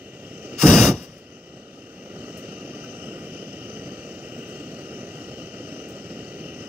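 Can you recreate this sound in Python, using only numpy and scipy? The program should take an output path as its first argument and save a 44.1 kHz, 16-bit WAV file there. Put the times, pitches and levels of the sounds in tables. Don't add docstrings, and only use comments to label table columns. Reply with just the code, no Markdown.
import sys
import numpy as np
from scipy import signal
from scipy.fft import rfft, irfft
from scipy.io import wavfile
from scipy.ndimage import uniform_filter1d, minimum_filter1d

SR = 44100
rng = np.random.default_rng(int(sys.argv[2]) if len(sys.argv) > 2 else 0)


def generate_wav(sig):
    pcm = np.round(np.clip(np.atleast_2d(sig).T, -1, 1) * 32767).astype(np.int16)
    wavfile.write(sys.argv[1], SR, pcm)


N = 294588

# frequency in Hz, phase in radians.
PILOT_LEAD = [(0, 0), (860, 0.0), (1120, 4.4), (2670, 5.8), (3530, 3.2), (3880, -1.4), (5940, -3.9),
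              (6980, -6.4), (7580, -4.9), (11500, -17.1), (13700, -22.3), (16000, -42.2)]

CRACK_S, OPEN_S, LIGHT_S, SHUT_S, SEATED_S = .587, .626, .637, .872, 1.053


def blast():
    # frequency in Hz, relative level in dB per Hz.
    slope = [(28, -32.5), (45, -32), (70, -4.5), (150, 2), (260, -2), (330, -7), (600, -11.5), (1200, -15),
             (2300, -19), (3600, -17), (5500, -14.5), (8000, -24), (12500, -24), (15700, -19)]
    # centre in Hz, width in Hz, height in dB.
    modes = [(900, 410, -6), (1185, 80, 6.5), (2820, 105, 13.5), (3740, 270, 6.5), (4020, 230, -7),
             (4980, 200, 6.5), (5770, 690, 7.5), (6300, 220, 3.5), (8970, 520, 10.5), (10000, 370, -3),
             (11070, 380, 9)]
    # centre in Hz, width in Hz, height in dB.
    ripples = [(1079, 330, -9), (1740, 290, 4.5), (2570, 90.0, 2.5), (3440, 90.0, -5), (7230.0, 300.0, 3),
               (9920.0, 160.0, 6.5)]
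    # frequency in Hz, phase in radians.
    lead = [(350, 0), (800, .6), (1050, 0), (1400, -1.1), (1900, -1.2), (2500, .3), (3000, -.3),
            (3600, 1.7), (5770, 2.5), (6550, 7), (16000, 4.8)]

    def colour_db(hz):
        return read(slope, hz) + bumps(modes, hz)

    roar, jet = at_ports(colour_db, ripples, lead, alike_power=0.84, patchy_db=2.0)
    treble_band = signal.butter(4, 7500, "high", fs=SR, output="sos")
    treble = signal.sosfiltfilt(treble_band, jet)
    t = np.arange(N) / SR
    jet_db, treble_db = jet_levels(t)
    jet = jet + (gain_of(treble_db) - 1) * treble
    lumps = flicker(per_s=48)
    flame_sound = roar * roar_gain(t) * gain_of(0.77 * lumps)
    jet_sound = jet * gain_of(jet_db + 0.92 * lumps)
    return flame_sound + jet_sound


def jet_levels(t):
    full_db, rise_db_per_s, fall_db_per_s = -13, 447, 371
    crack_db_per_s = 1301
    shut_leak_db, seat_drop_db, drain_db_per_s = -38, -6, 68
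    dip_db, dip_delay_s, dip_s = -8.5, 0.0091, .016
    bright_above_db, dull_per_db = -26.5, 0.6
    flare_db, flare_s = 5.5, 0.049

    seated = np.maximum(t - SEATED_S, 0)
    seating_db = seat_drop_db * np.minimum(seated / 0.013, 1)
    leak_db = np.where(t > SHUT_S, shut_leak_db + seating_db - drain_db_per_s * seated, -200)

    swell_db = -rise_db_per_s * np.maximum(OPEN_S - t, 0)
    fall_db = -fall_db_per_s * np.maximum(t - SHUT_S, 0)
    crack_db = -crack_db_per_s * np.maximum(CRACK_S - t, 0)
    level_db = np.maximum(full_db + swell_db + fall_db + crack_db, leak_db)

    lit = np.maximum(t - LIGHT_S, 0)
    dulling_db = dull_per_db * np.minimum(level_db - bright_above_db, 0)
    treble_db = dulling_db + flare_db * (lit > 0) * bell(lit, 0, flare_s)
    return level_db + dip_db * bell(t, LIGHT_S + dip_delay_s, dip_s), treble_db


def roar_gain(t):
    roar_db, catch_db_per_s, sag_db_per_s = -4, 3501.5, 9
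    thump_db, thump_delay_s, thump_s = 0.5, 0.014, .013
    lag_s, fall_db_per_s = 0.023, 310
    linger_db, linger_db_per_s = -33.5, 44.5

    lit = np.maximum(t - LIGHT_S, 0)
    dying = np.maximum(t - SHUT_S - lag_s, 0)
    catch_db = -catch_db_per_s * np.clip(LIGHT_S - t, 0, .05)
    thump = thump_db * bell(lit, thump_delay_s, thump_s)
    flame_db = roar_db - sag_db_per_s * lit + thump - fall_db_per_s * dying
    last_flames = gain_of(linger_db - linger_db_per_s * dying)
    return gain_of(catch_db) * (gain_of(flame_db) + last_flames)


def pilot():
    # frequency in Hz, relative level in dB per Hz.
    slope = [(30, -50), (50, -47), (80, -11.5), (130, 1), (250, 2), (500, -2.5), (800, -13), (1500, -13.5),
             (4000, -18.5), (7500, -22), (8500, -37), (12500, -45.5), (15700, -36.5)]
    # centre in Hz, width in Hz, height in dB.
    modes = [(896, 113, -14.5), (1092, 177, -12), (1213, 170, 5.5), (1707, 176, -16.5), (1962, 72, 7.5),
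             (2156, 384, -10), (2776, 147, 10.5), (2998, 158, 12.5), (3465, 180.0, -5), (3766, 118, -10.5),
             (3995, 176, -11.5), (5235, 95, 11.5), (5840, 160, 5), (6085, 240, 11), (6620, 234, -15),
             (7300, 220, -14), (8120.0, 140.0, -5), (10700, 290.0, 2)]
    # centre in Hz, width in Hz, height in dB.
    ripples = [(963, 48, 2), (1130, 210, -12), (1555, 130, -15), (1722, 250, 13), (2304, 280, 7),
               (2960, 300, -9.5), (3340, 90.0, 3.5), (3876, 210, 11.5), (4240, 100.0, -8),
               (5300, 130.0, -6), (5470.0, 120.0, 6.5), (5860, 210.0, 9), (6100, 100.0, -20),
               (8170.0, 170.0, -1.5)]
    rumble_db, hiss_db = -39, -46.5

    def colour_db(hz):
        return read(slope, hz) + bumps(modes, hz)

    rumble, hiss = at_ports(colour_db, ripples, PILOT_LEAD, alike_power=1.0, patchy_db=1.57)
    puffs, sway = flicker(per_s=143), flicker(per_s=24)
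    rumble_sound = rumble * gain_of(rumble_db + 1.48 * puffs + 0.19 * sway)
    hiss_sound = hiss * gain_of(hiss_db + 0.74 * puffs + 0.069 * sway)
    return rumble_sound + hiss_sound


def ticks():
    # start in seconds, starting level in dB before
    # the tilt, time to fall 60 dB in seconds, brightness tilt in dB per octave (flattening in the bass).
    tick_rows = [(.621, -24, .07, -6), (1.027, -41, .13, 3), (1.140, -54, .12, -2), (1.179, -50, .14, -1),
                 (2.373, -46, .17, 0), (2.838, -61, .1, 3), (4.478, -55, .28, -5), (5.886, -50, .16, -1)]
    # frequency in Hz, relative level in dB per Hz.
    slope = [(500, -20), (1500, -9), (4000, -7), (6000, -1), (9000, -2), (12000, -6), (15000, 1)]

    def colour_db(hz):
        return read(slope, hz)

    _, ring = at_ports(colour_db, [(12000, 12000, -6)], PILOT_LEAD, alike_power=1.5, patchy_db=1.0)
    out, size = np.zeros((2, N)), 8192
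    t, hz = np.arange(size) / SR, np.fft.rfftfreq(size, 1 / SR)
    octaves = np.log2(hz / 8000 + .05)
    for start_s, db, t60, tilt_db in tick_rows:
        at = round(start_s * SR)
        spectrum = rfft(ring[:, at:at + size])
        tilted = irfft(spectrum * gain_of(tilt_db * octaves))
        out[:, at:at + size] += tilted * gain_of(db - 60 * t / t60)
    return out


def knocks():
    # start in seconds, level in dB before the soft edge and the port
    # difference, pitch in Hz, time to fall 60 dB in seconds.
    knock_rows = [(2.575, -43, 1250, .12), (2.731, -43, 1180, .1), (2.836, -41, 1330, .12),
                  (2.84, -41, 1520, .1), (3.07, -45, 1300, .1)]
    t, out = np.arange(N) / SR, np.zeros(N)
    for start_s, db, hz, t60 in knock_rows:
        age = np.maximum(t - start_s, 0)
        soft_edge = 1 - np.exp(-age / 0.0018)
        out = out + gain_of(db - 60 * age / t60) * soft_edge * np.sin(2 * np.pi * hz * age)
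    return out * gain_of([[1.5], [-6]])


def at_ports(colour_db, ripples, lead, alike_power, patchy_db):
    # frequency in Hz, level in dB against the left port, before the ripples.
    shade = [(200, 0.0), (400, 1.5), (800, -0.3), (2000, -4.5), (4000, -7.5), (4400, -19.5), (5000, -29),
             (6500, -7.5), (9000, -14.5), (13500, -4), (15700, -12.5)]
    # frequency in Hz, likeness 0-1 before the echo dips and power.
    alike = [(200, 1), (350, 0.99), (600, 0.99), (900, 0.88), (2000, 0.92), (3000, 0.82), (4000, 1),
             (5000, .2), (6200, .7), (7800, 0.39), (8300, 0.14), (15000, .05)]
    echo_hz, echo_first_hz = 599, 1080

    frames, hz = N // 256 + 5, np.fft.rfftfreq(1024, 1 / SR)
    a, b, c, d, patches = rng.standard_normal((frames, 513, 5)).T
    left = a + 1j * b
    stranger = c + 1j * d

    notches = np.cos(np.pi * (hz - echo_first_hz) / echo_hz) ** 8
    dips = 1 - 0.28 * (hz > .8 * echo_first_hz) * notches
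    same = (np.clip(read(alike, hz) * dips, 0, 1) ** alike_power)[:, None]
    delayed = left * np.exp(-1j * read(lead, hz))[:, None]
    right = same * delayed + np.sqrt(1 - same ** 2) * stranger
    right = right * gain_of(read(shade, hz) + bumps(ripples, hz))[:, None]

    patches = uniform_filter1d(patches, size=14, axis=0)
    patches = uniform_filter1d(patches, size=30, axis=1)
    drift = patchy_db * np.sqrt(hz / 6000)[:, None] * patches / patches.std()
    spectra = np.array([left, right]) * gain_of(colour_db(hz)[:, None] + drift)

    low = 1 / (1 + (hz / 900) ** 6)[:, None]
    parts = []
    for share in (low, 1 - low):
        sound = signal.istft(spectra * np.sqrt(share), nperseg=1024, noverlap=768)[1]
        parts.append(evened(sound[:, :N]))
    return parts


def flicker(per_s):
    size = round(SR / per_s)
    smoothed = uniform_filter1d(rng.standard_normal(N), size)
    return evened(uniform_filter1d(smoothed, size))


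def gain_of(db):
    return 10 ** (np.asarray(db) / 20)


def evened(x):
    return x / np.sqrt(np.mean(np.atleast_2d(x).mean(0) ** 2) + 1e-20)


def read(points, hz):
    f, value = np.transpose(points)
    return np.interp(np.log(hz + 1), np.log(f + 1), value)


def bumps(modes, hz):
    return sum(db / (1 + (2 * (hz - f) / width) ** 2) for f, width, db in modes)


def bell(t, s, width_s):
    return np.exp(-((t - s) / width_s) ** 2)


def scene():
    return pilot() + blast() + ticks() + knocks()


def record(dry):
    power = uniform_filter1d(dry.mean(0) ** 2, size=3000)
    power_db = 10 * np.log10(abs(power) + 1e-12)
    over_db = 0.26 * np.maximum(power_db + 30, 0)

    hold = round(.995 * SR)
    padded = np.r_[np.zeros(hold), -over_db]
    deepest = minimum_filter1d(padded, hold + 1 - hold % 2)
    held_db = -deepest[(hold + 1) // 2:][:N]

    fall = np.arange(N) * 13.3 / SR
    earlier_db = 6.0
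    duck_db = np.maximum(np.maximum.accumulate(held_db + fall), earlier_db) - fall
    ducked = dry / gain_of(uniform_filter1d(duck_db, size=100))

    limited = 1.5 * np.tanh(ducked / 1.5)
    no_bass = signal.sosfilt(signal.butter(3, 45, "high", fs=SR, output="sos"), limited)
    band_limit = signal.firwin(767, 15720, window=("kaiser", 9), fs=SR)
    return signal.oaconvolve(no_bass, band_limit[None], "same")


dry = scene()
out = record(dry)
generate_wav(out)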